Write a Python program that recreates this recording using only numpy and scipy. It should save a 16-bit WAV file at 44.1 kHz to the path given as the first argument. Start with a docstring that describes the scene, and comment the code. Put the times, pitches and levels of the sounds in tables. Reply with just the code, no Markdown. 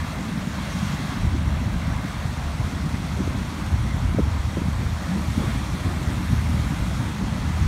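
"""Storm surf in gusting wind

Breakers roar as clouds of bubbles ring; foam hisses on, brightening briefly as two waves break.
The wind rumbles and flutters on a small camera microphone, sets the camera body droning and hoots
once across an edge; its hardest eddies thump the diaphragm."""
import sys
import numpy as np
from scipy import signal
from scipy.fft import rfft, irfft
from scipy.io import wavfile
from scipy.ndimage import uniform_filter1d

SR = 44100
rng = np.random.default_rng(int(sys.argv[2]) if len(sys.argv) > 2 else 0)


def transcribe(signal):
    """Save signal, clipped to [-1, 1], as a 16-bit WAV file at the path in sys.argv[1]."""
    frames = np.atleast_2d(signal).T
    limited = np.clip(frames, -1, 1)
    pcm = np.round(limited * 32767).astype(np.int16)
    wavfile.write(sys.argv[1], SR, pcm)


N = 338247
TIME_S = np.arange(N) / SR


# Plunging waves: (peak time [s], level [dB], rise [s], fall [s])
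PLUNGE_EVENTS = [(0.02, -37.5, .1, 0.14), (1.0, -37.5, 0.52, 0.22), (2.1, -41, 0.37, 0.18),
                 (5.51, -35, 0.048, .06), (6.2, -41, 0.96, 0.84), (7.6, -41, .2, .2)]
# Surf roar: (frequency [Hz], relative density [dB])
ROAR_SPECTRUM = [(60, -7), (200, -2), (420, -4.5), (600, 1), (780, 1.5), (980, 2), (1300, 0.5),
                 (1700, -2.5), (2500, -8.5), (4000, -16.5), (9000, -33.5)]

def breakers(steady_db=-38, body_lift_db=1.4):
    """Bubble clouds ring where waves collapse; each plunge swells above the steady roar."""
    power = gain_of(steady_db) ** 2
    for peak_s, db, rise_s, fall_s in PLUNGE_EVENTS:
        width_s = np.where(TIME_S < peak_s, rise_s, fall_s)
        power += gain_of(db) ** 2 * np.exp(-((TIME_S - peak_s) / width_s) ** 2)
    swell_db = 10 * np.log10(power) - steady_db
    roar = coloured(churn(patch_db=1.22, patch_hz=255.6, patch_s=0.06), ROAR_SPECTRUM)
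    body_db = body_lift_db - 1.2 * swell_db  # the deep body, from the whole shore, hardly swells
    return gain_of(steady_db + swell_db) * shelved(roar, 860, "low", body_db)


# Foam hiss: (time [s], relative level [dB], relative treble level [dB])
FOAM_CURVE = [(0, -45, -7), (.45, -44.3, -8.5), (.92, -40.5, -9), (1.35, -45.5, -10), (1.75, -46.2, -8.5),
              (2.2, -45, -8), (2.55, -44.8, -8), (3.65, -44.5, -8), (4.1, -46.5, -7.5), (4.85, -45, -7.5),
              (5.45, -43.5, -5), (5.7, -44, -7), (6.4, -44.5, -4), (6.95, -43, -7), (7.3, -44.5, -9),
              (7.6, -42.5, -9.5)]
# Foam hiss: (frequency [Hz], relative density [dB])
FOAM_SPECTRUM = [(700, -29), (2000, -1.5), (3300, 1.5), (4400, -0.5), (6300, -3.5), (7600, -7), (9300, -8),
                 (11500, -13), (13500, -18), (15700, -28)]

def foam(bursts_per_s=1800, burst_gain=0.49):
    """Countless small bubbles burst; the nearest stand out as a fine grain."""
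    level_db, fizz_db = follow(FOAM_CURVE)
    near_bursts = rng.standard_normal(N) * (rng.random(N) < bursts_per_s / SR)
    wash = churn(patch_db=1.32, patch_hz=890, patch_s=0.06)
    hiss = coloured(unit_rms(wash) + burst_gain * unit_rms(near_bursts), FOAM_SPECTRUM)
    sway_db = 0.26 * wavering(rate_hz=11)  # gusts bend the sound's path from the sea
    return gain_of(level_db + sway_db + 1.2) * shelved(hiss, 8200, "high", fizz_db - fizz_db.mean())


# Brightenings of the surf hiss: (peak time [s], level [dB], spread [s])
BRIGHTENING_EVENTS = [(.95, -57, .14), (5.46, -46, 0.13)]
# Added hiss: (frequency [Hz], relative density [dB])
BRIGHTENING_SPECTRUM = [(500, -20), (1200, 6), (2000, -18), (3300, 8), (4500, -7), (8000, -11),
                        (15000, -30)]

def hiss_brightening():
    """The surf hiss brightens briefly near 1.2 and 3.3 kHz as two waves break."""
    return swells(BRIGHTENING_EVENTS) * coloured(rng.standard_normal(N), BRIGHTENING_SPECTRUM)


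# Gust force: (time [s], relative level [dB])
GUST_CURVE = [(0, -30.5), (.25, -34.5), (1.15, -32.5), (1.26, -23.5), (1.55, -24.5), (1.96, -27.5),
              (2.07, -32), (2.55, -27), (3.05, -31.5), (3.22, -23.5), (3.58, -33.5), (3.76, -22),
              (4.25, -25.5), (4.55, -28), (4.89, -24), (5.08, -33.5), (5.38, -24.5), (5.85, -28),
              (6.5, -23), (7.15, -27.5), (7.38, -30.5), (7.58, -21.5)]
# Large-eddy rumble: (frequency [Hz], relative density [dB])
RUMBLE_SPECTRUM = [(12, -45), (22, -23), (31, -23), (40, -4), (56, 3.5), (100, 2), (135, -1), (190, -21.5),
                   (300, -28), (600, -68)]
# Small-eddy flutter: (time [s], level [dB], high-shelf lift [dB])
FLUTTER_CURVE = [(0, -33.5, 0.5), (.33, -26.5, -2), (.55, -31, -3.5), (.85, -26.5, -6), (1.35, -30.5, 5),
                 (1.85, -28.5, -4.5), (2.3, -35.5, 0), (2.85, -28.5, -4), (3.55, -32, 4.5), (3.85, -32, 3),
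                 (4.15, -30.5, 0), (4.38, -36.5, 4), (4.6, -32, -9), (4.98, -34, 2), (5.2, -31, 2),
                 (5.75, -33, 6.5), (6.0, -32, 9.5), (6.4, -28.5, -0.5), (7.0, -28.5, 1.5), (7.67, -30, 0.5)]
# Small-eddy flutter: (frequency [Hz], relative density [dB])
FLUTTER_SPECTRUM = [(40, -40), (100, -10), (150, 2), (195, 2), (240, -3.5), (300, -8), (340, -15),
                    (390, -20), (600, -48), (1500, -75)]

def wind():
    """On the microphone, large eddies rumble in lumps and small ones flutter in quick puffs."""
    gust_db, = follow(GUST_CURVE)
    flutter_db, lift_db = follow(FLUTTER_CURVE)
    rumble = steadied(coloured(rng.standard_normal(N), RUMBLE_SPECTRUM), span_s=0.16)
    flutter = steadied(coloured(rng.standard_normal(N), FLUTTER_SPECTRUM), span_s=0.18)
    lump_db = 1.74 * wavering(rate_hz=4.8)
    puff_db = 2.4 * wavering(rate_hz=12)
    lumps = unit_rms(rumble * gain_of(lump_db))
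    puffs = unit_rms(flutter * gain_of(puff_db + 0.32 * lump_db))
    return gain_of(gust_db - 0.7) * lumps + gain_of(flutter_db) * shelved(puffs, 264, "high", lift_db)


# Hardest eddies: (time [s], peak level [dB], pitch [Hz])
HARD_EDDIES = [(.854, -17, 145), (1.278, -14.5, 88.5), (1.48, -10, 103), (1.963, -15, 95),
               (2.257, -13.5, 111), (2.602, -16, 129), (2.647, -13.5, 104), (2.945, -14.5, 173),
               (3.207, -16, 225), (3.278, -18, 330), (3.357, -14.5, 121), (3.745, -12.5, 90.5),
               (3.943, -14, 125), (4.058, -16, 90), (4.148, -13, 229), (4.187, -10, 467), (4.195, -11, 330),
               (4.203, -18, 199), (4.24, -15, 80), (4.283, -13.5, 92.5), (4.402, -13.5, 77.5),
               (4.454, -15.5, 105), (4.572, -16.5, 340), (4.619, -12.5, 221), (4.685, -13, 181),
               (4.866, -14, 79.6), (5.289, -14.5, 104), (5.38, -11.5, 223), (6.078, -12.5, 115),
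               (6.331, -10.5, 114), (6.393, -18, 101), (6.55, -14, 100.5), (7.004, -14, 160),
               (7.326, -15, 110)]

def thumps(order=7):
    """An eddy passes as one or two pressure swings: the smaller it is, the shorter and higher."""
    out = np.zeros(N)
    eddies = HARD_EDDIES + lesser_eddies()
    for (peak_s, db, hz), phase in zip(eddies, rng.random(len(eddies))):
        near = abs(TIME_S - peak_s) < 0.05
        angle = 2 * np.pi * hz * (TIME_S[near] - peak_s)
        swing = (1 - 1j * angle / order) ** -order  # fastest as the core goes by
        out[near] += gain_of(db) * (swing * np.exp(2j * np.pi * phase)).real
    return out


def lesser_eddies(rate_per_s=2, over_gust_db=7.5, spread_db=1, low_hz=83, high_hz=165):
    """Chance eddies scale with the gust that carries them: (time [s], peak level [dB], pitch [Hz])."""
    time_draw, level_draw, pitch_draw = rng.random((round(rate_per_s * N / SR), 3)).T
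    peak_s = time_draw * N / SR
    db = follow(GUST_CURVE, peak_s)[0] + over_gust_db + spread_db * (1 - 2 * level_draw)
    hz = low_hz * (high_hz / low_hz) ** pitch_draw
    return list(zip(peak_s, db, hz))


def body_drone(resonance_hz=77, width_hz=4):
    """Buffeting keeps a narrow low resonance of the camera body ringing."""
    gust_db, = follow(GUST_CURVE)
    hz = np.fft.rfftfreq(N, 1 / SR)
    response = 1 / (1 + 2j * (hz - resonance_hz) / width_hz) ** 2
    ring = irfft(rfft(rng.standard_normal(N)) * response, N)
    return gain_of(gust_db - 5) * steadied(unit_rms(ring), span_s=0.15)


# Airflow flurries: (peak time [s], level [dB], spread [s])
FLURRY_EVENTS = [(3.2, -27, 0.021), (4.195, -19.5, .009), (4.58, -27, 0.012), (4.83, -33, 0.025),
                 (5.18, -29.5, 0.023), (5.42, -30.5, .045)]
# Flurry: (frequency [Hz], relative density [dB])
FLURRY_SPECTRUM = [(80, -16), (200, 5), (300, -0.5), (480, -7), (700, -20.5), (1500, -50), (5000, -95)]

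def flurries():
    """The airflow briefly breaks into tiny eddies: a ragged flap, higher than the flutter."""
    flap = steadied(coloured(rng.standard_normal(N), FLURRY_SPECTRUM), span_s=0.071)
    return swells(FLURRY_EVENTS) * flap


# Edge tone: (time [s], pitch [Hz], relative level [dB])
HOOT_CURVE = [(5.07, 164.5, -47), (5.09, 165, -22), (5.12, 179.5, -23.5), (5.15, 198, -21.5),
              (5.163, 196, -16), (5.175, 202, -45)]

def hoot(trim_db=-2):
    """Vortices shed from an edge make a brief rising tone."""
    hz, db = follow(HOOT_CURVE)
    sounding = (TIME_S > HOOT_CURVE[0][0]) & (TIME_S < HOOT_CURVE[-1][0])
    cycles = np.cumsum(hz) / SR + rng.random()
    return np.sqrt(2) * gain_of(db + trim_db) * sounding * np.sin(2 * np.pi * cycles)


# Echoes off close surfaces: (start [s], end [s], delay [s], gain [ratio])
NEAR_ECHOES = [(0, 2.3, 0.0018, 0.081), (2.9, 5.7, 0.00088, 0.056), (4.1, 7.2, .00213, 0.057),
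               (4.8, 6.1, 0.0017, 0.082)]

def reflected(sea):
    """Faint, very short echoes give the sea a comb colour that shifts as the camera turns."""
    out = sea.copy()
    for start_s, end_s, delay_s, gain in NEAR_ECHOES:
        facing = np.interp(TIME_S, [start_s - .2, start_s + .2, end_s - .2, end_s + .2], [0, 1, 1, 0])
        out += gain * facing * np.roll(sea, round(delay_s * SR))
    return out


def churn(patch_db, patch_hz, patch_s):
    """Noise whose patches of pitch swell and fade as separate masses of water collapse."""
    hz, frame_s, spectra = signal.stft(rng.standard_normal(N), SR, nperseg=1024, noverlap=768)
    patches = rng.standard_normal(spectra.shape[::-1])
    patches = uniform_filter1d(patches, int(patch_s / frame_s[1]) + 1, axis=0)
    patches = uniform_filter1d(patches, int(patch_hz / hz[1]) + 1, axis=1)
    spectra *= gain_of(patch_db * unit_rms(patches).T)
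    return signal.istft(spectra, SR, nperseg=1024, noverlap=768)[1][:N]


def gain_of(db):
    """Decibels as an amplitude factor."""
    return 10 ** (np.asarray(db) / 20)


def unit_rms(x):
    """x scaled to rms 1."""
    return x / np.sqrt(np.mean(x ** 2) + 1e-20)


def follow(curve, at_s=TIME_S):
    """A curve table's value columns, interpolated in time."""
    knots_s, *columns = np.transpose(curve)
    return [np.interp(at_s, knots_s, column) for column in columns]


def swells(events):
    """Envelope of one Gaussian swell per event."""
    return sum(gain_of(db) * np.exp(-0.5 * ((TIME_S - peak_s) / spread_s) ** 2)
               for peak_s, db, spread_s in events)


def coloured(x, spectrum):
    """x filtered by a spectrum table on a log-frequency axis, at rms 1."""
    knots_hz, knots_db = np.transpose(spectrum)
    hz = np.fft.rfftfreq(N, 1 / SR)
    db = np.interp(np.log(hz + 1), np.log(knots_hz + 1), knots_db)
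    return unit_rms(irfft(rfft(x) * gain_of(db), N))


def steadied(x, span_s):
    """x with swells slower than span_s evened out."""
    window = signal.windows.hann(int(span_s * SR) + 3)
    power = signal.fftconvolve(x ** 2, window / window.sum(), "same")
    return x / np.sqrt(power + 1e-6)


def shelved(x, edge_hz, side, lift_db):
    """x with its "low" or "high" side lifted by a curve."""
    band = signal.sosfiltfilt(signal.butter(2, edge_hz, side, fs=SR, output="sos"), x)
    return x + (gain_of(lift_db) - 1) * band


def wavering(rate_hz):
    """Smooth random curve of rms 1, strongest near rate_hz."""
    ratio = np.fft.rfftfreq(N, 1 / SR) / rate_hz
    return unit_rms(irfft(rfft(rng.standard_normal(N)) * ratio * np.exp(-ratio ** 2 / 2), N))


def scene():
    """The sea ahead and the wind at the microphone, in mono."""
    sea = reflected(breakers() + foam() + hiss_brightening())
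    return (sea + wind() + body_drone() + thumps() + flurries() + hoot())[None]


# Microphone grille and cavity peaks and notches: (centre [Hz], width [Hz], gain [dB])
GRILLE_BANDS = [(2060, 305, 3), (3030, 340, -3), (3190, 160, 2.5), (4920, 530, -3.5), (10430, 800, -4)]

def record(dry, cutoff_hz=15720):
    """The grille colours the sound; a steep low-pass limits the band."""
    hz = np.fft.rfftfreq(N, 1 / SR)
    grille_db = sum(db * 2 ** -((2 * (hz - centre_hz) / width_hz) ** 2)
                    for centre_hz, width_hz, db in GRILLE_BANDS)
    heard = irfft(rfft(dry) * gain_of(grille_db), N)
    lowpass = signal.firwin(1023, cutoff_hz, window=("kaiser", 9), fs=SR)
    return signal.oaconvolve(heard, lowpass[None], "same")


dry = scene()
out = record(dry)
transcribe(out)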